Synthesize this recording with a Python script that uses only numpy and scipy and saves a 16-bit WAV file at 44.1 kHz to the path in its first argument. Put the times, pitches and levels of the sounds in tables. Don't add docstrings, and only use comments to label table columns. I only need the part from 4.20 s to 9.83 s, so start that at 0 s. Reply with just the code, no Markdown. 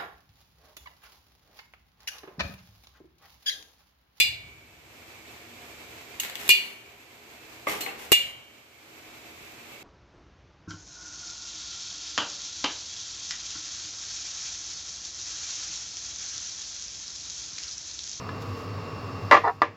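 import sys
import numpy as np
from scipy import signal
from scipy.fft import rfft, irfft
from scipy.io import wavfile
from scipy.ndimage import uniform_filter1d, minimum_filter1d

SR = 44100
rng = np.random.default_rng(int(sys.argv[2]) if len(sys.argv) > 2 else 0)


def digitize_waveform(pressure):
    field = np.atleast_2d(pressure).T
    bounded = np.clip(field, -1, 1)
    quanta = np.round(bounded * 32767).astype(np.int16)
    wavfile.write(sys.argv[1], SR, quanta)


N = 248266
TIME = np.arange(N) / SR
BINS = np.fft.rfftfreq(N, 1 / SR)

# start in seconds, then ring, weight on the bench and
# chatter in dB, then the delay of the rebound in seconds.
DROPS = [(-.008, 1.5, -7.5, -3.5, 0.0094), (2.2912, 1, -14, -1.5, .01), (3.9184, -1.5, -2, -0.5, .006)]
# start in seconds, ring of the bench in dB, crack in dB.
BENCH_KNOCKS = [(3.4695, -28.5, -20), (3.6624, -44.5, -24.5)]
# frequency in Hz, correlation from 0 to 1.
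MIC_LIKENESS = [(60, .93), (130, .92), (290, 0.84), (640, 0.5), (1400, 0), (15000, 0)]


def amp(db):
    return 10 ** (np.asarray(db) / 20)


def unit(x):
    return x / np.sqrt(np.mean(x ** 2) + 1e-20)


def read(points, hz):
    f, value = np.transpose(points)
    return np.interp(np.log(hz + 1), np.log(f + 1), value)


def add(mix, start, sound):
    at = round(start * SR)
    sound = sound[:, max(-at, 0):]
    part = mix[:, max(at, 0):][:, :sound.shape[1]]
    part += sound[:, :part.shape[1]]


def pair(x, db=0):
    hz = np.fft.rfftfreq(x.shape[1], 1 / SR)
    left, other = rfft(x)
    same = np.clip(read(MIC_LIKENESS, hz), -1, 1)
    right = same * left + np.sqrt(1 - same ** 2) * other
    return irfft(np.array([left, right]) * amp(db), x.shape[1])


def stroke(start, attack_s, length_s, t60):
    t = TIME - start
    return np.clip(t / attack_s, 0, 1) * amp(-60 * np.maximum(t - length_s, 0) / t60)


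def ring(hz, db, t60, fill_s, waver):
    t = np.arange(int(SR * min(t60, 1))) / SR
    apart = np.sqrt(1 - np.clip(read(MIC_LIKENESS, hz), 0, 1))
    phase = 2 * np.pi * rng.random() + apart * rng.choice([-1, 1]) * np.array([[-1], [1]]) * np.pi / 4
    knots, knot_s = rng.standard_normal((2, 2, 90)), np.linspace(0, 1, 90)
    swell, slip = (np.array([np.interp(t, knot_s, mic) for mic in both]) for both in knots)
    envelope = amp(db - 60 * t / t60) * (1 - np.exp(-t / fill_s))
    return envelope * (1 + waver * swell) * np.cos(2 * np.pi * hz * t + phase + waver * slip)


def clinks():
    # pitch in Hz, free t60 in seconds, relative dB in the first, second and third clink.
    glass_modes = [(2077, .3, -37, -26, -29), (2239, .33, -27, -19, -25), (2266, 1.15, -26, -27, -30),
                   (2299, .38, -17, -17, -25), (2331, .42, -18, -18, -14), (2372, .29, -16, -16, -23),
                   (2406, .33, -26, -17, -31), (2445, .29, -6, -1, -12), (2654, .37, -17, -18, -15),
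                   (2670, .37, -21, -15, -23), (2836, .3, -16, -5, 2), (2860, .35, -8, -3, -6),
                   (2997, .3, -30, -21, -25), (3122, .85, -36, -28, -22), (3465, .33, -12, -13, -17),
                   (3481, .33, -13, -17, -14), (3595, .47, -25, -24, -28), (4002, .41, -16, -23, -17),
                   (4204, .32, -23, -16, -22), (4354, .45, -20, -16, -28), (4655, .32, -19, -18, -23),
                   (4785, .35, -35, -26, -44), (4936, .28, -11, -24, -27), (6578, .29, -31, -32, -26),
                   (7633, .3, -27, -26, -26), (7720, .3, -32, -31, -28), (10767, .24, -44, -39, -29),
                   (14432, .24, -38, -27, -20), (14475, .27, -36, -19, -29)]
    out = np.zeros((2, N))
    for hz, t60, *levels in glass_modes:
        neighbour_t60 = 1.28 * (2420 / hz) ** 0.55
        for (start, strength_db, *_), mode_db in zip(DROPS, levels):
            db = mode_db + strength_db
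            add(out, start, ring(hz, db - 3.5, t60=0.061, fill_s=0.00053, waver=0.54))
            add(out, start, ring(hz, db, t60, fill_s=0.011, waver=0.35))
            add(out, start, ring(hz, db - 30.5, neighbour_t60, fill_s=0.075, waver=0.089))
    return out


def chatter(room, start, db, tint, t60, room_db, rise_s=0.000096):
    # frequency in Hz, gain in dB.
    colour = [(30, -17), (170, -5), (380, 10), (1000, 3), (1500, 5), (2400, 6), (4400, 4.5), (5600, 1),
              (7600, 7.5), (9500, -2.5), (12000, 6), (14400, 9)]
    t, lead_s = np.arange(SR // 2) / SR, 0.01
    hz = np.fft.rfftfreq(len(t), 1 / SR)
    rise = np.clip((t - lead_s) / rise_s, 0, 1)
    envelope = rise * amp(db - 60 * np.maximum(t - lead_s - rise_s, 0) / t60)
    burst = pair(rng.standard_normal((2, len(t))) * envelope, read(colour, hz) + read(list(tint), hz))
    sound = amp(room_db) * reverberate(burst, room)
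    add(sound, 0, burst)
    return start - lead_s, sound


def contacts(room):
    # frequency in Hz, gain in dB.
    strike_tint = [(250, 2.5), (390, -7.5), (600, 2), (950, 2.5), (1300, -4.5), (1700, -0.5), (2600, -4),
                   (4500, -2), (5600, -5.5), (7500, -5.5), (10500, 2), (14000, -7)]
    rebound_tint = [(300, -36), (1300, -31.5), (2000, -3), (2700, -1), (4500, -4.5), (5600, -6.5),
                    (7500, -6), (10500, -12), (14000, -11.5)]
    # start in seconds, strength in dB, brightness in dB, t60 in seconds.
    touches = [(1.9986, -21, 8, 0.037), (2.033, -23, 0, 0.029), (2.048, -19.5, -3, 0.016),
               (2.097, -23, -1.5, 0.014), (2.1552, -14.5, 0, 0.0051), (2.2787, -23.5, 6, .01),
               (3.605, -27.5, 9.5, 0.093), (3.995, -32, -19, 0.04)]
    bands_hz = [650, 2570, 8800]
    out = np.zeros((2, N))
    for start, _, weight_db, db, rebound_s in DROPS:
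        tint = [(hz, level + np.interp(hz, [800, 2400], [weight_db, 0])) for hz, level in strike_tint]
        add(out, *chatter(room, start, db, tint, t60=0.052, room_db=-17.5))
        add(out, *chatter(room, start + rebound_s, db, rebound_tint, t60=0.1, room_db=-5, rise_s=0.00084))
    for start, _, db in BENCH_KNOCKS:
        crack, rattle = zip(bands_hz, (0, 1, -31)), zip(bands_hz, (-11.5, -10.5, -30))
        add(out, *chatter(room, start, db, crack, t60=0.039, room_db=0))
        add(out, *chatter(room, start + 0.009, db, rattle, t60=0.092, room_db=4.6, rise_s=0.0036))
    for start, db, bright_db, t60 in touches:
        tint = zip(bands_hz, (-11.5 - bright_db, 0, -11.5 + bright_db))
        add(out, *chatter(room, start, db, tint, t60, room_db=-0.5, rise_s=0.058 * t60))
    return out


def thuds(sway_radians=1.99):
    # pitch in Hz, relative level in dB, t60 in seconds.
    thud_modes = [(48, -39, 0.066), (115, -13, 0.033), (175.5, -5, 0.023), (390, 5, 0.026),
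                  (1037, -1.5, 0.023)]
    out, t = np.zeros((2, N)), np.arange(SR // 4) / SR
    phase = np.array([[0], [sway_radians]])
    thud = sum(amp(db - 60 * t / t60) * np.sin(2 * np.pi * hz * t + phase) for hz, db, t60 in thud_modes)
    for start, _, weight_db, *_ in DROPS:
        add(out, start, amp(weight_db) * thud * (1 - np.exp(-t / 0.00054)))
    return out


def knocks(room):
    # start in seconds, pitch in Hz, level in dB, t60 in seconds.
    chinks = [(1.9977, 2880, -28.5, 0.077), (1.9987, 6740, -20.5, 0.054), (2.295, 397, -38.5, 0.82),
              (3.607, 2910, -35, 0.18), (3.607, 3680, -35, 0.054), (3.613, 4210, -30.5, 0.23),
              (3.6625, 2215, -19.5, 0.045), (3.67, 783, -28, 0.13), (3.688, 2700, -24, 0.047),
              (3.994, 535, -28, 0.096)]
    # pitch in Hz, relative level in dB, t60 in seconds.
    bench_modes = [(323.5, -4.5, 0.2), (445, -22, 0.18), (541, -1.5, 0.18), (608, 2, 0.13), (822, -6, 0.41),
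                   (1136, 8, 0.1), (1225, -3, 0.2), (2016, 8, 0.12), (2110, 0.5, 0.2)]
    out = np.zeros((2, N))
    for start, hz, db, t60 in chinks:
        add(out, start, ring(hz, db, t60, fill_s=0.00034, waver=0.79))
    for start, blow_db, _ in BENCH_KNOCKS:
        for hz, db, t60 in bench_modes:
            add(out, start, ring(hz, blow_db + db, t60, fill_s=0.00099, waver=0.95))
    return out + amp(-8) * reverberate(out, room)


def slides(room, grain_db=2.0, attack_s=0.024):
    # start and length in seconds, relative level in dB, run-out t60 in seconds.
    pushes = [(1.989, 0.033, -48.5, 0.94), (2.179, .3, -42.5, 0.57), (3.464, 0.031, -32, 0.42),
              (3.614, 0.02, -62, 0.37), (3.771, 0.084, -45.5, 0.16), (4.04, 0.062, -44, 0.18)]
    # frequency in Hz, gain in dB.
    scrape_colour = [(50, -13.5), (300, -1.5), (750, -1), (1500, -2.5), (2500, 1.5), (4500, -7.5),
                     (7000, -7.5), (9500, -12.5), (13500, -8)]
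    catches = amp(grain_db * unit(uniform_filter1d(rng.standard_normal(N), size=130)))
    push = sum(amp(db) * stroke(start, attack_s, length, t60) for start, length, db, t60 in pushes)
    scrape = unit(pair(rng.standard_normal((2, N)) * catches, read(scrape_colour, BINS))) * push
    return amp(5.0) * scrape + amp(2.0) * reverberate(scrape, room)


def torch(level_db=-44.5, flutter_db=-0.82, rumble_hz=140, rumble_db=1):
    # frequency in Hz, relative level in dB.
    hiss_colour = [(25, -22), (48, -9.5), (75, 1), (118, -1.5), (175, -5), (320, 1.5), (700, -1),
                   (1500, -3), (2400, -1), (3600, -5.5), (5500, -10.5), (7600, -10), (9400, -21),
                   (13000, -13)]
    # centre in Hz, width in Hz, rise in dB.
    resonances = [(118.2, 3.3, 10.3), (238.1, 4.4, 11.7), (322, 9, 8.8), (409.6, 7.7, 9.1),
                  (710, 10.2, 8.7), (2130, 33, 6.7), (2245, 19, 10.7), (2378, 60, 7.6), (2630, 21, 11)]
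    # frequency in Hz, left microphone minus right in dB.
    balance = [(60, 1), (380, -1), (1300, -2), (2400, -1.5), (4400, -4.5), (8100, -2), (14000, 3.5)]
    # start in seconds, level in dB against the bass of the hiss, t60 in seconds.
    sweeps = [(-.03, 22.5, 1.9), (3.42, -15, .8), (3.99, 18.5, .4)]
    # start in seconds, added rush in dB against the steady hiss.
    flares = [(.63, -13.5), (2.62, -7.5), (4.6, -15.5)]
    peaks_db = sum(rise / (1 + (2 * (BINS - hz) / width) ** 2) for hz, width, rise in resonances)
    sides_db = np.array([[0.5], [-0.5]]) * read(balance, BINS)
    hiss = unit(pair(rng.standard_normal((2, N)), read(hiss_colour, BINS) + peaks_db + sides_db))
    bass = irfft(rfft(hiss) / (1 + (BINS / rumble_hz) ** 4), N)
    flutter = unit(uniform_filter1d(rng.standard_normal(N), size=2500))
    swell = sum(amp(db) * stroke(start, attack_s=0.087, length_s=0.077, t60=t60)
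                for start, db, t60 in sweeps)
    flare = sum(amp(db) * stroke(start, attack_s=0.04, length_s=0.16, t60=3.7) for start, db in flares)
    rumble = bass * (amp(rumble_db) + swell - 1)
    return amp(level_db + flutter_db * flutter) * (hiss * (1 + flare) + rumble)


def room_response():
    # frequency in Hz, t60 in seconds.
    decay_times = [(150, 0.73), (600, 0.98), (2500, 0.49), (6000, 0.36), (13000, 0.31)]
    hz, t, bands = signal.stft(rng.standard_normal((2, SR // 2)), SR, nperseg=256)
    _, tail = signal.istft(bands * amp(-60 * t / read(decay_times, hz)[:, None]), SR, nperseg=256)
    onset = np.clip(np.arange(tail.shape[1]) / SR / 0.00087 - 0.5, 0, 1)
    tail = pair(tail * onset)
    return tail / np.linalg.norm(tail[0])


def reverberate(x, room):
    return signal.fftconvolve(x, room, axes=1)[:, :N]


def scene():
    room = room_response()
    return torch() + clinks() + thuds() + knocks(room) + contacts(room) + slides(room)


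def gain_control(x, threshold_db=-21, depth_db=10, hold_s=0.52, release_s=0.52):
    power = uniform_filter1d((x ** 2).mean(0), size=130)
    level_db = 10 * np.log10(abs(power) + 1e-12)
    cut_db = np.clip(level_db - threshold_db, 1e-3, depth_db)
    span = 2 * int(hold_s * SR / 2) + 1
    held_db = -minimum_filter1d(-cut_db, span, origin=span // 2, mode="nearest")
    decay = TIME / release_s
    recovering_db = np.exp(np.maximum.accumulate(np.log(held_db) + decay) - decay)
    return x * amp(-recovering_db)


def record(dry):
    limited = np.clip(gain_control(dry), -1, 1)
    lowpass = signal.firwin(601, cutoff=14620, window=("kaiser", 8), fs=SR)
    return signal.oaconvolve(limited, lowpass[None], "same")


dry = scene()
out = record(dry)
digitize_waveform(out)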